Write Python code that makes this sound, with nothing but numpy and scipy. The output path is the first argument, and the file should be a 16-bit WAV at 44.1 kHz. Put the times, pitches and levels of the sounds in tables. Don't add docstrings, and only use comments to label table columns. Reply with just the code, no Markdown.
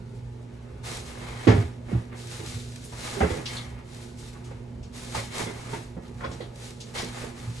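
import sys
import numpy as np
from scipy import signal
from scipy.fft import rfft, irfft, next_fast_len
from scipy.io import wavfile
from scipy.ndimage import uniform_filter1d, map_coordinates

SR = 44100
rng = np.random.default_rng(int(sys.argv[2]) if len(sys.argv) > 2 else 0)


def inscribe(sig):
    pcm = np.round(np.clip(np.atleast_2d(sig).T, -1, 1) * 32767)
    wavfile.write(sys.argv[1], SR, pcm.astype(np.int16))


N = 335160
RING = np.arange(SR // 2) / SR

# (frequency [Hz], correlation [-1..1])
CORRELATION = [(100, 0.99), (200, 0.93), (350, 1), (640, 0), (1500, 0.31), (3800, 0.11), (7000, 1),
               (11000, 0)]
# (frequency [Hz], level [dB per Hz])
CLOTH_SPECTRUM = [(500, -27), (1500, -3), (2800, -1), (4500, -0.5), (7000, -1.5), (9000, -3.5), (10800, -7),
                  (12300, -12.5)]


def amp(db):
    return 10 ** (np.asarray(db) / 20)


def unit(x):
    return x / np.sqrt(np.mean(x ** 2) + 1e-20)


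def struck(x):
    return x / np.sqrt(np.mean(x[..., :round(0.03 * SR)] ** 2) + 1e-20)


def along(points, hz):
    f, v = np.transpose(points)
    return np.interp(np.log(hz + 1), np.log(f + 1), v)


def wobble(rate):
    knots = rng.standard_normal(int(N * rate / SR) + 4)
    return map_coordinates(knots, [np.arange(N) * rate / SR])


def filtered(x, response):
    n = x.shape[-1]
    m = next_fast_len(n + 8192)
    return irfft(rfft(x, m) * response(np.fft.rfftfreq(m, 1 / SR)), m)[..., :n]


def half_angle(hz):
    return np.arccos(np.clip(along(CORRELATION, hz), -1, 1)) / 2


def diffuse(colour, size):
    def mid_side(hz):
        return colour(hz) * np.array([np.cos(half_angle(hz)), np.sin(half_angle(hz))])

    mid, side = filtered(rng.standard_normal((2, size)), mid_side)
    return unit(np.array([mid + side, mid - side]))


def noise(spectrum, size):
    return diffuse(lambda hz: amp(along(spectrum, hz)), size)


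def fade(t60_s, attack_s):
    return amp(-60 * RING / t60_s) * (1 - np.exp(-RING / attack_s))


def mode(hz, t60_s, attack_s):
    apart = half_angle(hz) * rng.choice([-1, 1])
    phase = rng.uniform(0, 2 * np.pi) + np.array([[apart], [-apart]])
    return np.sin(2 * np.pi * hz * RING + phase) * fade(t60_s, attack_s)


def kitchen(hit, wet_db):
    # (frequency [Hz], t60 [s])
    decay = [(100, 0.54), (500, 0.29), (2000, 0.22), (6000, 0.26), (12000, 0.15)]
    hz, t, z = signal.stft(diffuse(np.ones_like, len(RING)), SR, nperseg=256)
    z = z * amp(-60 * t / along(decay, hz)[:, None])
    tail = signal.istft(z, SR, nperseg=256)[1][:, :len(RING)]
    tail = tail * (1 - np.exp(-RING / 0.0016))
    wet = signal.fftconvolve(hit[:1], tail, axes=1)[:, :len(RING)]
    return struck(unit(hit) + amp(wet_db) * unit(wet))


def walls(x, reflect_db=-5, count=10):
    delays_s = rng.uniform(0.002, 0.028, (2, count))
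    echoes = np.array([sum(np.roll(port, int(d * SR)) * rng.choice([-1, 1]) for d in row)
                       for port, row in zip(x, delays_s)])
    return x + amp(reflect_db) / np.sqrt(count) * filtered(echoes, lambda hz: hz / (hz + 300))


def add(track, s, sound):
    part = track[:, round(s * SR):][:, :sound.shape[1]]
    part += sound[:, :part.shape[1]]


def stroke(start_s, swell_s, hold_s, release_db_per_s=116.5):
    t = np.arange(N) / SR - start_s
    release = amp(-release_db_per_s * np.maximum(t - swell_s - hold_s, 0))
    return np.clip(t / swell_s, 0, 1) * release


def patchy(x, depth_db, bands=3, frames=14):
    z = signal.stft(x, nperseg=1024)[2]
    field = uniform_filter1d(rng.standard_normal(z.shape[1:]), bands, 0)
    field = uniform_filter1d(field, frames, 1)
    return signal.istft(z * amp(depth_db * unit(field)), nperseg=1024)[1][:, :N]


def compressor(air_db=-44, waver_db=2.0):
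    # (frequency [Hz], median level [dB rms])
    motor_lines = [(60, -58), (120.1, -43.5), (149, -58), (240.3, -51), (356, -61), (411, -67),
                   (509, -66.5), (840, -70), (961, -72.5)]
    # (frequency [Hz], level [dB per Hz])
    air_spectrum = [(20, -20), (30, -8), (45, -1.5), (62, 6.5), (85, -2), (115, 1.5), (160, -7), (250, -6),
                    (300, -15), (370, -9.5), (520, -14), (700, -17.5), (800, -22.5), (875, -17),
                    (1000, -25), (1300, -27), (2500, -34), (6000, -42.5), (12000, -60)]
    t = np.arange(N) / SR
    hum = np.zeros(N)
    for hz, db in motor_lines:
        level = np.sqrt(2) * amp(db + waver_db * wobble(5))
        phase = 0.39 * wobble(4.2) + rng.uniform(0, 2 * np.pi)
        hum += level * np.sin(2 * np.pi * hz * t + phase)
    air = unit(patchy(walls(noise(air_spectrum, N)), depth_db=2.0))
    return hum + amp(air_db + 0.24 * wobble(2.9)) * air


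def crackle(rate_hz=90, spread_db=4):
    sizes_db = spread_db * np.minimum(rng.exponential(size=N), 4)
    snaps = (rng.random(N) < rate_hz / SR) * amp(sizes_db)
    ring = noise(CLOTH_SPECTRUM, len(RING)) * fade(0.031, 0.00033)
    return unit(signal.fftconvolve(snaps[None], ring, axes=1)[:, :N])


def rubbing(hiss_db=-1.14, scuff_db=-1, grain_db=0.5, catch_db=0.86, grit_db=1.45, crackle_db=-9.5):
    # (start [s], swell [s], hold [s], cloth level [dB before hiss_db], sole level [dB before scuff_db])
    movements = [(0.087, 0.057, .02, -63, -70), (0.45, 0.082, 0.31, -79, -59),
                 (0.828, 0.039, 0.083, -38.5, -40), (1.024, 0.051, 0.025, -45, -45.5),
                 (1.066, 0.15, 0.19, -49, -42.5), (1.378, 0.072, 0.15, -46, -39),
                 (1.84, 0.059, 0.092, -55.5, -46.5), (2.085, 0.047, 0.025, -75, -47.5),
                 (2.142, 0.055, 0.12, -45.5, -53), (2.264, 0.076, 0.039, -41.5, -46),
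                 (2.393, 0.075, 0.078, -41.5, -49), (2.566, 0.036, 0.3, -49.5, -70),
                 (2.906, 0.16, 0.036, -37, -38), (3.106, 0.035, 0.23, -43, -39.5),
                 (3.408, .12, 0.037, -40.5, -42), (3.594, 0.025, 0.19, -76, -51),
                 (3.833, .1, 0.12, -49.5, -54), (4.15, 0.057, 0.078, -48.5, -57),
                 (4.315, 0.033, 0.21, -64, -55.5), (4.922, 0.038, 0.13, -43.5, -49),
                 (5.096, .07, 0.014, -35.5, -38.5), (5.295, 0.088, 0.029, -35, -35.5),
                 (5.513, 0.041, 0.19, -48.5, -45.5), (5.675, 0.065, 0.012, -43.5, -41.5),
                 (5.99, 0.058, 0.044, -60.5, -56), (6.12, 0.092, 0.23, -55, -51),
                 (6.519, 0.12, 0.036, -44.5, -50.5), (6.805, 0.08, 0.031, -52, -54),
                 (6.935, 0.023, 0.026, -35.5, -35.5), (7.051, 0.12, 0.07, -43.5, -40),
                 (7.336, 0.044, 0.11, -49.5, -48.5), (7.511, 0.043, .03, -46.5, -57)]
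    # (frequency [Hz], level [dB per Hz])
    scuff_spectrum = [(100, 4.5), (250, 3), (500, 3.5), (850, 4.5), (1300, -0.5), (2100, 0), (3000, -7.5),
                      (6000, -26)]
    # (frequency [Hz], width [Hz], lift [dB])
    cavity_modes = [(506, 52, 5), (824, 75, 3), (1220, 110, 5), (1677, 27, 2.5), (2180, 31, 5),
                    (2650, 54, 3), (3620, 370, 2.5), (4080, 390, 2)]
    fidget_db = [[-65.5], [-63]]

    power = sum((amp([[cloth_level], [sole_level]]) * stroke(start_s, swell_s, hold_s)) ** 2
                for start_s, swell_s, hold_s, cloth_level, sole_level in movements)
    hiss, scuff = np.sqrt(power + amp(fidget_db) ** 2)

    def grains(depth_db):
        return unit(amp(depth_db * wobble(350) + catch_db * wobble(45)))

    def cavity(f):
        return amp(sum(db / (1 + (2 * (f - hz) / width) ** 2) for hz, width, db in cavity_modes))

    fibres = grains(grain_db) * unit(walls(noise(CLOTH_SPECTRUM, N)))
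    cloth = amp(hiss_db) * hiss * unit(fibres + amp(crackle_db) * crackle())
    soles = amp(scuff_db) * scuff * grains(grit_db) * unit(walls(noise(scuff_spectrum, N)))
    return filtered(cloth + soles, cavity)


def slides(rate_hz=320, spread_db=2.0):
    # (start [s], swell [s], hold [s], level [dB])
    drags = [(1.21, 0.03, 0.33, -48), (3.47, 0.022, 0.11, -45.5), (5.142, 0.015, 0.04, -43.5),
             (5.31, 0.031, 0.07, -43.5), (6.945, 0.02, 0.043, -38), (7.182, 0.04, 0.036, -62)]
    # (frequency [Hz], width [Hz], level [dB])
    wire_modes = [(924, 63, -1.5), (1157, 110, -4.5), (1630, 62, -2), (1940, 84, -2.5), (2190, 71, 2),
                  (2400, 54, -6), (3120, 110, -5.5), (3630, 180, -8.5), (4230, 240, -8)]
    signs = rng.choice([-1, 1], N)
    sizes_db = spread_db * np.minimum(rng.exponential(size=N), 3)
    slips = (rng.random(N) < rate_hz / SR) * signs * amp(sizes_db)

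    def wires(f):
        return sum((-1) ** k * amp(db) * 1j * f * width / (hz * hz - f * f + 1j * f * width)
                   for k, (hz, width, db) in enumerate(wire_modes))

    drag = sum(amp(db) * stroke(start_s, swell_s, hold_s) for start_s, swell_s, hold_s, db in drags)
    return drag * unit(walls(filtered(np.array([slips, slips]), wires), reflect_db=5.5))


def contacts(shift=0.06, rock_s=0.012, rock_loss_db=2):
    # (time [s], relative level [dB], hard edge [dB re level, before trim], edge corner [Hz],
    # hollow note [Hz], note level [dB re level, before trim], note t60 [s], contacts [count])
    landings = [(1.470, -23, -3.5, 6000, 321, 7.5, 0.079, 1), (1.475, -23, -3.5, 9000, 242, 6.5, 0.12, 1),
                (1.486, -24.5, -7.5, 9000, 419, 2.5, 0.083, 2), (1.497, -30, -4, 9000, 202, 6, 0.08, 2),
                (1.523, -36, 1, 3000, 562, -2, 0.1, 1), (1.566, -36.5, -5, 3000, 402, 5, 0.068, 1),
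                (1.615, -45.5, -2, 4000, 330, -2, 0.13, 1), (1.886, -42, -15, 2520, 430, -14, 0.16, 1),
                (1.916, -41, -6, 3000, 427, 3.5, 0.046, 1), (1.927, -40, -8, 3000, 258, 8, 0.11, 1),
                (1.948, -44, -11, 2500, 335, 8, 0.066, 1), (2.390, -40, -11, 4000, 332, -8, 0.068, 1),
                (2.437, -47, -13, 4000, 360, 5, 0.071, 1), (2.922, -50.5, 3.5, 2600, 968, 4, 0.14, 1),
                (3.170, -36, -9, 1500, 398, 2, 0.11, 1), (3.203, -34.5, 4.5, 2800, 580, 6.5, 0.092, 1),
                (3.209, -28.5, -3.5, 2800, 777, 6, 0.076, 1), (3.230, -31, 0, 3000, 429, 10, 0.11, 1),
                (3.239, -36, -3, 2800, 523, 8, 0.085, 1), (3.262, -43, -7, 2500, 497, 3, 0.08, 1),
                (3.303, -37, -3, 7000, 500, 4, 0.1, 1), (3.338, -40.5, -17, 2600, 495, 4.5, 0.1, 1),
                (3.372, -36.5, -9, 2600, 441, 3, 0.049, 1), (4.360, -52.5, -11, 2500, 1130, 0, 0.092, 1),
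                (4.510, -46.5, -4.5, 3500, 502, 0, 0.12, 1), (5.146, -43, 10.5, 3000, 872, 11.5, 0.099, 1),
                (5.172, -45, 7, 6000, 530, 0, 0.068, 2), (5.395, -35, -2.5, 4000, 756, -4, 0.088, 1),
                (5.412, -37.5, -11, 2500, 828, -1, 0.11, 1), (5.462, -36.5, -9, 2500, 473, -11, 0.08, 1),
                (5.486, -40.5, -6, 2500, 341, -3, 0.086, 2), (5.730, -39.5, -1.5, 3000, 418, 2.5, 0.14, 1),
                (5.732, -43.5, -5, 3000, 910, 8.5, 0.14, 1), (5.966, -42, -8.5, 900, 532, -1, 0.16, 1),
                (6.203, -50.5, 7.5, 2000, 560, 1, 0.12, 2), (6.228, -46.5, 4, 2000, 1400, 4, 0.08, 1),
                (6.241, -41, 3, 2400, 1064, 7.5, 0.085, 1), (6.245, -41.5, 0, 5000, 541, 7.5, 0.11, 1),
                (6.310, -44, -2, 1400, 472, 0, 0.13, 1), (6.404, -39.5, -10, 2500, 492, 3, 0.08, 1),
                (6.94, -56, 0, 5000, 620, -10, 0.08, 1), (6.985, -47, 5, 7000, 402, -10, 0.08, 1),
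                (7.028, -36.5, -20, 3000, 430, -5, 0.073, 1),
                (7.235, -39.5, -10, 3000, 520, -2.5, 0.099, 1)]
    for s, db, hard_db, dull_hz, note_hz, hollow_db, note_t60_s, count in landings:
        for k in range(round(count)):
            tilted_hz = note_hz * np.exp(k * shift * rng.standard_normal())
            yield s + k * rock_s, db - k * rock_loss_db, hard_db, dull_hz, tilted_hz, hollow_db, note_t60_s


def knocks(shelf_db=-2.0, note_db=-4.0, edge_db=-1.3, give_s=0.005, heavy_db=-18, lightness=0.099, right_db=0.44):
    # (frequency [Hz], level [dB before weight and scatter], t60 [s])
    shelf_modes = [(175.4, 3, 0.27), (218, 0.5, 0.16), (245.6, 6, 0.14), (284, -1, 0.18), (333.4, 2, 0.17),
                   (401, -1, 0.32), (444, 0.5, 0.19), (567.3, 1, 0.17), (688, -4, 0.3), (789, -7, 0.21),
                   (860, -7.5, 0.18), (918, -8, 0.26), (1203, -12, 0.24), (1357, -10, 0.16),
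                   (1697, -18, 0.33), (1924, -13, 0.3), (2180, -14, 0.28), (2435, -32, 0.3)]
    # (frequency [Hz], level [dB per Hz])
    edge_spectrum = [(200, -14), (600, 8), (1000, 5), (2000, 1), (3000, -3.5), (5000, -10.5), (8000, -18),
                     (12000, -38)]
    out = np.zeros((2, N))
    for s, db, hard_db, dull_hz, note_hz, hollow_db, note_t60_s in contacts():
        bass_db = lightness * (db - heavy_db)
        settle = amp(-bass_db)
        shelf = np.zeros((2, len(RING)))
        for hz, level_db, t60_s in shelf_modes:
            strength = amp(level_db + bass_db * 200 / hz + rng.normal(0, 2.3))
            shelf += strength * mode(hz * (1 + rng.normal(0, 0.006)), t60_s, 0.0036)
        note = mode(note_hz, note_t60_s, 0.00072 * settle)

        def edge(f):
            return amp(along(edge_spectrum, f)) / np.sqrt(1 + (f / dull_hz) ** 4)

        crack = diffuse(edge, len(RING)) * fade(0.077, give_s * settle)
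        hit = amp(shelf_db) * kitchen(shelf, wet_db=-6.5)
        hit = hit + amp(note_db + hollow_db) * kitchen(note, wet_db=-9.5)
        crunch = amp(edge_db + hard_db) * kitchen(crack, wet_db=-1.5)
        add(out, s, amp(db) * (amp([[-right_db], [right_db]]) * hit + crunch))
    return out


def thuds(overtone_db=-15, gain_db=2):
    # (time [s], level [dB before gain_db], pitch [Hz], swell time [s])
    pushes = [(1.483, -24, 176.5, 0.021), (1.473, -8, 110, 0.026), (1.475, -21, 70.6, 0.055),
              (1.528, -16, 104, 0.023), (1.570, -13, 108, 0.024), (1.625, -25.5, 85, 0.029),
              (1.921, -15, 117.7, 0.04), (1.925, -23.5, 73.5, 0.044), (1.922, -21.5, 189, 0.01),
              (2.377, -34.5, 92, 0.03), (2.517, -29, 102.7, 0.052), (3.206, -16.5, 76, 0.033),
              (3.200, -22.5, 203, 0.012), (3.227, -23, 178.3, 0.029), (3.309, -23, 88, 0.014),
              (3.370, -30, 128, 0.017), (5.141, -28.5, 112, 0.054), (5.142, -33, 69.5, 0.029),
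              (5.412, -30.5, 112.7, 0.06), (5.721, -33.5, 135, 0.015), (5.960, -35.5, 180, 0.018),
              (6.255, -31, 75.6, 0.037), (7.460, -25.5, 113.2, 0.04)]
    out = np.zeros((2, N))
    for s, db, hz, swell_s in pushes:
        swell = (RING / swell_s * np.exp(1 - RING / swell_s)) ** 3
        boom = np.sin(2 * np.pi * hz * RING) * fade(0.5, 0.0022)
        boom = boom + amp(overtone_db) * mode(hz * 1.5, 0.87, 0.002)
        add(out, s, amp(db + gain_db) * swell * boom)
    return out


def ticks():
    # (time [s], level [dB], pitch [Hz], t60 [s], resonance sharpness [-])
    clicks = [(1.478, -35, 2040, 0.23, 9), (1.485, -36, 1700, 0.27, 34), (2.844, -48, 8350, 0.15, 2.2),
              (3.456, -34.5, 3600, 0.14, 2.2), (4.183, -54, 6040, 0.22, 1.5),
              (4.440, -54.5, 4500, 0.33, 1.3), (4.828, -54.5, 4160, 0.21, 1.7),
              (6.051, -61, 3700, 0.17, 2.9), (6.243, -49.5, 3700, 0.12, 2.6),
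              (6.312, -49.5, 4250, 0.22, 1.7), (6.328, -53, 4600, 0.1, 1.8), (6.405, -49, 3620, 0.24, 4.5),
              (6.406, -53, 1960, 0.1, 14), (6.802, -43.5, 4400, 0.18, 1.65), (6.979, -38, 3970, 0.3, 2.1)]
    out = np.zeros((2, N))
    for s, db, hz, t60_s, sharpness in clicks:
        def peak(f):
            return 1 / (1 + (sharpness * np.log((f + 1) / hz)) ** 4)

        click = diffuse(peak, len(RING)) * fade(t60_s, 0.0026)
        add(out, s, amp(db) * kitchen(click, wet_db=-7.5))
    return out


def rattles(attack_s=0.00091):
    # (time [s], level [dB], brightness [dB per octave])
    taps = [(3.205, -38, 2), (3.223, -43, -2), (3.240, -41, -8), (3.300, -42, 5.5), (3.313, -47, 5),
            (3.347, -64, 0), (3.390, -51, -8), (5.468, -44, 12), (5.735, -47, 2), (6.206, -49, -9),
            (6.236, -43.5, 3), (6.246, -48, -10), (6.312, -55, -12), (6.406, -54, 3)]
    # (frequency [Hz], level [dB before tilt and scatter], t60 [s])
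    rack_modes = [(1080, 0, 0.12), (1400, -3, 0.15), (1530, -12, 0.12), (2010, 2, 0.15), (2195, -7.5, 0.14),
                  (2444, -14.5, 0.15), (3090, -16, 0.12), (3400, -9, 0.15)]
    out = np.zeros((2, N))
    for s, db, bright_db in taps:
        ring = np.zeros((2, len(RING)))
        for hz, level_db, t60_s in rack_modes:
            strength = amp(level_db + bright_db * np.log2(hz / 1000) + rng.normal(0, 3.3))
            ring += strength * mode(hz * (1 + rng.normal(0, 0.016)), t60_s, attack_s)
        add(out, s, amp(db) * kitchen(ring, wet_db=-2))
    return out


def squeak(time_s=3.567, length_s=0.034, level_db=-38.5, start_hz=4150, end_hz=3250, rough=0.105):
    hz = np.interp(RING, [0, length_s], [start_hz, end_hz])
    hz = hz * (1 + rough * wobble(1490)[:len(RING)])
    envelope = np.sqrt(np.clip(1 - RING / length_s, 0, 1))
    chirp = np.sin(2 * np.pi * np.cumsum(hz) / SR) * envelope
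    out = np.zeros((2, N))
    add(out, time_s, amp(level_db) * kitchen(np.array([chirp, chirp]), wet_db=-3))
    return out


def scene():
    return compressor() + rubbing() + slides() + knocks() + thuds() + ticks() + rattles() + squeak()


def record(dry, top_hz=11950):
    # (frequency [Hz], left minus right [dB])
    port_balance = [(30, -0.5), (120, -2), (200, -2.5), (280, -8), (370, -10.5), (480, -7), (700, -0.5),
                    (1100, -1.5), (2200, 2.5), (4000, 1.5), (9000, 0)]

    def response(hz):
        balance = amp(along(port_balance, hz) * np.array([[0.5], [-0.5]]))
        return balance / np.sqrt(1 + (hz / top_hz) ** 80)

    return filtered(dry, response)


dry = scene()
out = record(dry)
inscribe(out)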